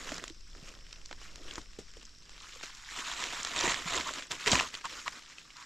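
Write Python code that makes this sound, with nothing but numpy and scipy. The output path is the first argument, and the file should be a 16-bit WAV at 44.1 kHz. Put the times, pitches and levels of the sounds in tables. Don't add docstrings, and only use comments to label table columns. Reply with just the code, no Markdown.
import sys
import numpy as np
from scipy import signal
from scipy.fft import rfft, irfft, next_fast_len
from scipy.io import wavfile
from scipy.ndimage import uniform_filter1d, map_coordinates

SR = 44100
rng = np.random.default_rng(int(sys.argv[2]) if len(sys.argv) > 2 else 0)


def transcribe(u):
    v = np.clip(np.atleast_2d(u).T, -1, 1)
    q = np.round(v * 32767).astype(np.int16)
    wavfile.write(sys.argv[1], SR, q)


N = 249209

# time in seconds, level in dB.
AIR_LEVELS = [(0, -48.5), (1.4, -45.5), (2.4, -53), (5.65, -62)]
# pitch in Hz, relative strength in dB.
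AIR_COLOUR = [(8, -5.5), (35, -10), (75, -23.5), (200, -38.5), (400, -82)]
FOREST_COLOUR = [(71, -57), (120, 7.5), (332, 1.5), (899, -25), (1320, -12), (4570, -1.5), (5610, 5),
                 (6330, -63), (7450, -5.5), (9510, -26.5), (12100, -26)]
# pitch in Hz, gain in dB on the side (left-right difference).
FOREST_WIDTH_GAINS = [(200, 3.5), (1000, 23.5), (3500, 1), (6000, -9)]
# pitch in Hz, relative strength in dB.
INSECT_COLOUR = [(3500, -60), (4800, -16), (5500, -10), (6100, -16), (8000, -50), (10000, -90)]

# start in seconds, hold in seconds,
# leaf crackle in dB, crunch of the layer below in dB (both before the final trims in rustle).
PUSHES = [(0.005, 0.16, -45.5, -46), (0.073, 0.014, -43.5, -52), (0.227, 0.0036, -48, -44),
          (0.598, 0.15, -61, -53.5), (0.657, 0.019, -50, -66), (0.886, 0.49, -61, -62.5),
          (1.213, 0.042, -52, -59.5), (1.306, 0.21, -63, -56), (1.459, 0.11, -52, -52),
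          (1.76, 0.38, -65, -67.5), (2.32, 0.24, -56.5, -61.5), (2.434, 0.14, -52, -71),
          (2.632, 0.019, -43, -55.5), (2.727, 0.14, -51, -81), (2.876, 0.015, -47.5, -74),
          (2.917, 0.036, -42, -56), (2.971, 0.036, -38.5, -49.5), (3.059, 0.064, -38, -51),
          (3.18, 0.083, -36.5, -46), (3.322, 0.073, -38.5, -48), (3.458, 0.12, -39.5, -48.5),
          (3.57, 0.052, -32, -39.5), (3.636, 0.03, -30.5, -32), (3.688, 0.025, -29.5, -42),
          (3.742, 0.082, -41, -44), (3.867, 0.04, -36.5, -54), (3.929, 0.054, -31, -36),
          (4.061, 0.028, -37.5, -41.5), (4.148, 0.044, -40.5, -45.5), (4.311, 0.0079, -36.5, -39.5),
          (4.408, 0.06, -42, -55), (4.471, 0.0077, -25, -32.5), (4.511, 0.049, -26, -32.5),
          (4.578, 0.047, -39, -47), (4.736, 0.014, -42, -50), (4.846, 0.0035, -43.5, -51.5),
          (4.9, 0.11, -44.5, -54), (5.062, 0.012, -45.5, -50.5), (5.119, 0.069, -48, -56.5),
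          (5.28, 0.15, -55.5, -65.5), (5.568, 0.09, -53, -78)]
# pitch in Hz, relative strength in dB.
PRESSED_COLOUR = [(410, -26.5), (700, -7), (839, -12.5), (943, -3.5), (1560, -9.5), (1900, -4),
                  (2160, -6.5), (3870, -5), (4700, -10), (7220, -6.5), (10100, -34), (12400, -28),
                  (15500, -75)]
BRUSHED_COLOUR = [(470, -29), (800, -7), (1200, 1.5), (3170, 2.5), (4480, -0.5), (7100, 1.5), (9800, -22.5),
                  (12100, -15.5), (15500, -42)]
CRUNCH_COLOUR = [(60, -61), (140, -11.5), (260, 5), (450, 3), (650, 2), (850, -10), (1300, -3), (3000, -70)]
SHOVE_COLOUR = [(25, -3), (65, -2.5), (100, -16), (170, -5.5), (300, -38)]

# start in seconds, level in dB before the trim and filter
# in snaps, ring pitch in Hz, sharpness of the ring (Q, no unit).
LEAF_SNAPS = [(0.091, -32.5, 2200, 1.2), (0.1191, -33, 1400, 1), (0.1426, -32, 5950, 3.9),
              (0.181, -32, 2220, 0.42), (0.2396, -27.5, 3180, 0.14), (0.2795, -33.5, 4970, 1),
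              (0.299, -38, 3330, 0.6), (0.55, -43.5, 1210, 1.4), (0.928, -35, 4280, 1.4),
              (1.059, -38.5, 5040, 2.2), (1.112, -36.5, 1160, 0.77), (1.1274, -36, 1530, 1.4),
              (1.3581, -34.5, 5400, 0.28), (1.5101, -33, 3160, 4), (1.5374, -39, 5500, 1.8),
              (1.5563, -32.5, 3770, 0.62), (1.5805, -34.5, 890, 1.8), (2.029, -41.5, 2980, 0.17),
              (2.0525, -41, 6000, 4.3), (2.294, -41.5, 3540, 0.44), (2.611, -40, 1700, 1.5),
              (2.6355, -35, 1680, 0.69), (3.2391, -24, 3360, 1.2), (3.431, -29.5, 5940, 3.1),
              (3.4492, -24.5, 2650, 0.44), (3.4718, -30, 2280, 0.79), (3.5625, -27.5, 2020, 0.61),
              (3.6553, -31, 1590, 0.35), (3.677, -25, 1000, 1.1), (3.72, -23, 2298, 1.3),
              (3.7434, -24, 1670, 0.6), (3.9319, -33, 1560, 3.1), (4.0094, -28, 2050, 2.9),
              (4.1368, -30, 2970, 0.8), (4.2233, -33.5, 2020, 2.6), (4.312, -35, 1430, 1.7),
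              (4.3183, -23.5, 5000, 0.55), (4.4613, -24.5, 2150, 3.2), (4.475, -18.5, 1860, 2.6),
              (4.5171, -16, 6300, 1.7), (4.531, -18, 1000, 0.43), (4.554, -17.5, 2430, 2.3),
              (4.5555, -21.5, 1000, 8.1), (4.599, -18.5, 2440, 5.8), (4.6085, -20.5, 955, 9.6),
              (4.742, -32, 3470, 0.76), (4.751, -28.5, 3090, 6.5), (4.854, -26.5, 1285, 12),
              (5.079, -23.5, 1860, 2), (5.3831, -38, 2470, 3.6)]
# pitch in Hz, gain in dB.
SNAP_COLOUR = [(150, 6.0), (800, -4.0), (7600, -7.5), (8800, -29), (12500, -31), (15000, -48)]

# start in seconds, level in dB before fading,
# pitch in Hz, time to fade by 60 dB in seconds.
STEM_KNOCKS = [(0.119, -28, 305, 0.046), (.119, -23.5, 630, 0.023), (0.303, -34.5, 327, 0.059),
               (0.561, -36.5, 380, 0.024), (0.627, -34.5, 148, 0.033), (1.111, -41, 296, 0.05),
               (1.58, -33.5, 330, 0.047), (1.581, -23, 850, 0.015), (1.788, -21, 380, 0.02),
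               (1.968, -30, 474, 0.017), (2.56, -41, 494, 0.04), (3.637, -27.5, 362.5, 0.17),
               (3.678, -27, 157, 0.035), (3.857, -32, 171, 0.09), (4.469, -21.5, 420, 0.07),
               (4.519, -24.5, 227, 0.11), (4.532, -15.5, 146, 0.035), (4.54, -32.5, 65, 0.3)]
# pitch in Hz, relative strength in dB.
CRUMBLE_COLOUR = [(100, -5.5), (350, -2.5), (1000, -19.5), (7000, -17.5), (10000, -41)]

# start in seconds, level in dB, length in seconds.
SOIL_SCRAPES = [(4.059, -35.5, 0.05), (4.587, -41.5, 0.096), (4.839, -35, 0.035), (5.058, -34.5, 0.03),
                (5.548, -46, 0.1)]
# pitch in Hz, relative strength in dB.
SCRAPE_COLOUR = [(500, -37), (800, -28), (980, -6), (1250, -11), (1700, -18.5), (4000, -23), (9000, -87)]

# pitch in Hz, likeness (1 = same).
EAR_LIKENESS = [(300, 0.95), (1700, 0.93), (2700, 0.69), (4200, 0.94), (7000, 1), (12000, 0.057)]
# pitch in Hz, left minus right in dB.
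SIDE_TILT = [(250, -0.1), (700, -0.4), (4000, 0.3), (10000, 2)]
# pitch in Hz, gain in dB.
MICROPHONE_GAINS = [(6500, -3), (9000, 2.5), (15000, -4)]

TOP_HZ = 15300
ATTACK_S, ATTACK_SHARE = 0.01, 0.64
SETTLE_S, SETTLE_SHARE = 0.085, 0.48
STIR_DB, STIR_CRUNCH_DB = -66, -76.5
LEAF_SIDE_DB = -4.5
TICK_DB, TICK_SPREAD_DB, TICK_HZ, TICK_OCTAVES = -55, 3.5, 3900, 0.55
TICK_FOLLOW = 0.46
TEAR_S, CLICK = 0.00051, 2.13
GRIT_DB, GRIT_T60 = -19, 0.12
HAND_LEAN = 0.016


def amp(db):
    return 10 ** (np.asarray(db) / 20)


def unit(x):
    return x / np.sqrt(np.mean(x ** 2) + 1e-20)


def along(points, hz):
    f, v = np.transpose(points)
    return np.interp(np.log(hz + 1), np.log(f + 1), v)


def curves(rows):
    s, *cols = np.transpose(rows)
    return [np.interp(np.arange(N) / SR, s, c) for c in cols]


def wobble(rate):
    knots = rng.standard_normal(N // 20)
    return map_coordinates(knots, [np.arange(N) * rate / SR], order=1, mode="wrap")


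def filtered(x, response):
    m = next_fast_len(N + SR // 2)
    return irfft(rfft(x, m) * response(np.fft.rfftfreq(m, 1 / SR)), m)[..., :N]


def coloured(x, spectrum):
    m = 2 * next_fast_len(N // 2 + SR // 4)
    gain = amp(along(spectrum, np.fft.rfftfreq(m, 1 / SR)))
    cepstrum = irfft(np.log(gain + 1e-6))
    cepstrum[1:m // 2] *= 2
    cepstrum[m // 2 + 1:] = 0
    return irfft(rfft(x, m) * np.exp(rfft(cepstrum)), m)[..., :N]


def add(track, s, sound):
    part = track[..., max(round(s * SR), 0):][..., :sound.shape[-1]]
    part += sound[..., :part.shape[-1]]


def noise():
    return rng.standard_normal((2, N))


def patchy(x, depth_db):
    z = signal.stft(x, nperseg=256)[2]
    field = rng.standard_normal(z.shape[1:])
    field = uniform_filter1d(field, size=5, axis=0)
    field = uniform_filter1d(field, size=6, axis=1)
    return signal.istft(z * amp(depth_db * unit(field)), nperseg=256)[1][:, :N]


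def fractures(count, spread_db, cycles, ring):
    when, pitch, size, place, sign = rng.random((count, 5)).T[:, :, None]
    n = np.arange(80)
    hz = 900 * 9 ** pitch
    turns = hz * n / SR
    tone = np.exp(-turns / cycles) * np.sin(2 * np.pi * turns)
    grain = ring * np.sqrt(hz / SR) * tone + (n == 0)
    grain = grain * np.sign(sign - .5) * amp(spread_db * np.minimum(-np.log(size), 4))
    at = ((when * N).astype(int) + n).ravel()
    streams = [np.bincount(at, (grain * g).ravel(), N)[:N] for g in (1, place - .5)]
    return np.array([unit(stream) for stream in streams])


def background():
    hush = amp(-60.0) * unit(coloured(noise(), FOREST_COLOUR))
    hush[1] = filtered(hush[1], lambda hz: amp(along(FOREST_WIDTH_GAINS, hz)))
    chorus = unit(coloured(noise(), INSECT_COLOUR))
    flutter = amp(2.5 * wobble(30))
    insects = amp(-62.0) * flutter * chorus
    air = amp(curves(AIR_LEVELS)[0]) * unit(coloured(noise(), AIR_COLOUR))
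    return hush + insects + air


def effort():
    start, hold, leaf_db, crunch_db = np.transpose(PUSHES)[:, :, None]
    t = np.arange(0, N, 32) / SR
    early = np.maximum(start - t, 0) / (ATTACK_S + ATTACK_SHARE * hold)
    late = np.maximum(t - start - hold, 0) / (SETTLE_S + SETTLE_SHARE * hold)
    shape = -20 * (early + late)
    lull_db = 3 * wobble(12)[::32]

    def total(db, rest_db):
        pushing = np.sum(amp(db + shape) ** 2, axis=0)
        return 10 * np.log10(pushing + amp(rest_db + lull_db) ** 2)

    leaf_total, crunch_total = total(leaf_db, STIR_DB), total(crunch_db, STIR_CRUNCH_DB)
    return curves(np.column_stack([t, leaf_total, crunch_total]))


def rustle(leaf_db, crunch_db):
    clumps = 1.9 * wobble(190) + .8 * wobble(60)
    brush = fractures(count=16000, spread_db=3.2, cycles=1.8, ring=1.3) + .9 * noise()
    brushed = unit(coloured(patchy(amp(.55 * clumps) * brush, depth_db=2.5), BRUSHED_COLOUR))
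    breaks = fractures(count=16000, spread_db=3.5, cycles=2.4, ring=1.3) + .5 * noise()
    pressed = unit(coloured(patchy(amp(clumps) * breaks, depth_db=2.2), PRESSED_COLOUR))
    firm = np.clip((leaf_db + 43.0) / 10, 0, 1)
    leaves = np.sqrt(1 - firm) * brushed + np.sqrt(firm) * pressed
    leaves[1] *= amp(LEAF_SIDE_DB)
    below = fractures(count=2500, spread_db=3.0, cycles=2.4, ring=0.034) + noise()
    crunch = unit(coloured(patchy(amp(clumps) * below, depth_db=2.5), CRUNCH_COLOUR))
    shove = amp(-5.5) * unit(coloured(noise(), SHOVE_COLOUR))
    return amp(leaf_db + 2.0) * leaves + amp(crunch_db - 4.5) * (crunch + shove)


def ticks(leaf_db, count):
    at = rng.integers(0, N, count)
    size, pitch = np.clip(rng.standard_normal((count, 2)).T, -2, 2)
    db = TICK_DB + TICK_FOLLOW * (leaf_db[at] - STIR_DB) + TICK_SPREAD_DB * size
    hz = TICK_HZ * 2 ** (TICK_OCTAVES * pitch)
    return list(zip(at / SR, db, hz, np.full(count, 2.5)))


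def snaps(rows):
    out = np.zeros((2, N))
    t = np.arange(next_fast_len(SR // 16)) / SR
    hz_grid = np.fft.rfftfreq(len(t), 1 / SR)
    for s, db, hz, q in rows:
        tear = np.interp(db, [-42, -27], [0, TEAR_S])
        t60 = 0.008 + 12 / hz
        after = np.maximum(t - tear, 0)
        neighbours = amp(-21 - 60 * t / .035)
        burst = rng.standard_normal((2, len(t))) * (amp(-60 * after / t60) + neighbours)
        burst[0, 0] += CLICK
        width = hz / q
        blade = 1j * hz_grid * width / (hz ** 2 - hz_grid ** 2 + 1j * hz_grid * width)
        treble = 0.12 * hz_grid / (hz_grid + 700)
        snap = irfft(rfft(burst) * (blade + treble), len(t))
        add(out, s, amp(db - 7.5) * unit(snap))
    return coloured(out, SNAP_COLOUR)


def knocks():
    out, crumble = np.zeros((2, N)), np.zeros(N)
    t = np.arange(SR // 6) / SR
    for s, db, hz, t60 in STEM_KNOCKS:
        phase = 2 * np.pi * hz * t
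        body = np.sin(phase) * amp(-60 * t / t60)
        upper = 0.16 * np.sin(1.06 * phase) * amp(-110 * t / t60)
        soft_start = 1 - np.exp(-t / 0.0021)
        add(out[0], s, amp(db) * (body + upper) * soft_start)
        add(crumble, s, amp(db + GRIT_DB - 60 * t / GRIT_T60))
    return out + crumble * unit(coloured(noise(), CRUMBLE_COLOUR))


def scrapes():
    stroke = np.zeros(N)
    for s, db, length in SOIL_SCRAPES:
        add(stroke, s, amp(db) * signal.windows.tukey(int(length * SR)))
    grit = fractures(count=9000, spread_db=1.5, cycles=1.5, ring=.8) * amp(2.2 * wobble(140))
    return stroke * unit(coloured(patchy(grit, depth_db=3.0), SCRAPE_COLOUR))


def scene():
    leaf_db, crunch_db = effort()
    both = background() + rustle(leaf_db, crunch_db)
    both += snaps(list(LEAF_SNAPS) + ticks(leaf_db, count=260))
    both += knocks() + scrapes()

    def spread(hz):
        turn = np.arccos(np.clip(along(EAR_LIKENESS, hz), -1, 1)) / 2
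        return np.array([np.cos(turn), np.sin(turn)])

    mid, side = filtered(both, spread)
    drift_db = .35 * wobble(5) - HAND_LEAN * (leaf_db - STIR_DB)
    ears = np.array([mid + side, mid - side]) * amp([drift_db, -drift_db])
    return filtered(ears, lambda hz: amp(np.outer([.5, -.5], along(SIDE_TILT, hz))))


def record(dry):
    return filtered(dry, lambda hz: amp(along(MICROPHONE_GAINS, hz)) * (hz < TOP_HZ))


dry = scene()
out = record(dry)
transcribe(out)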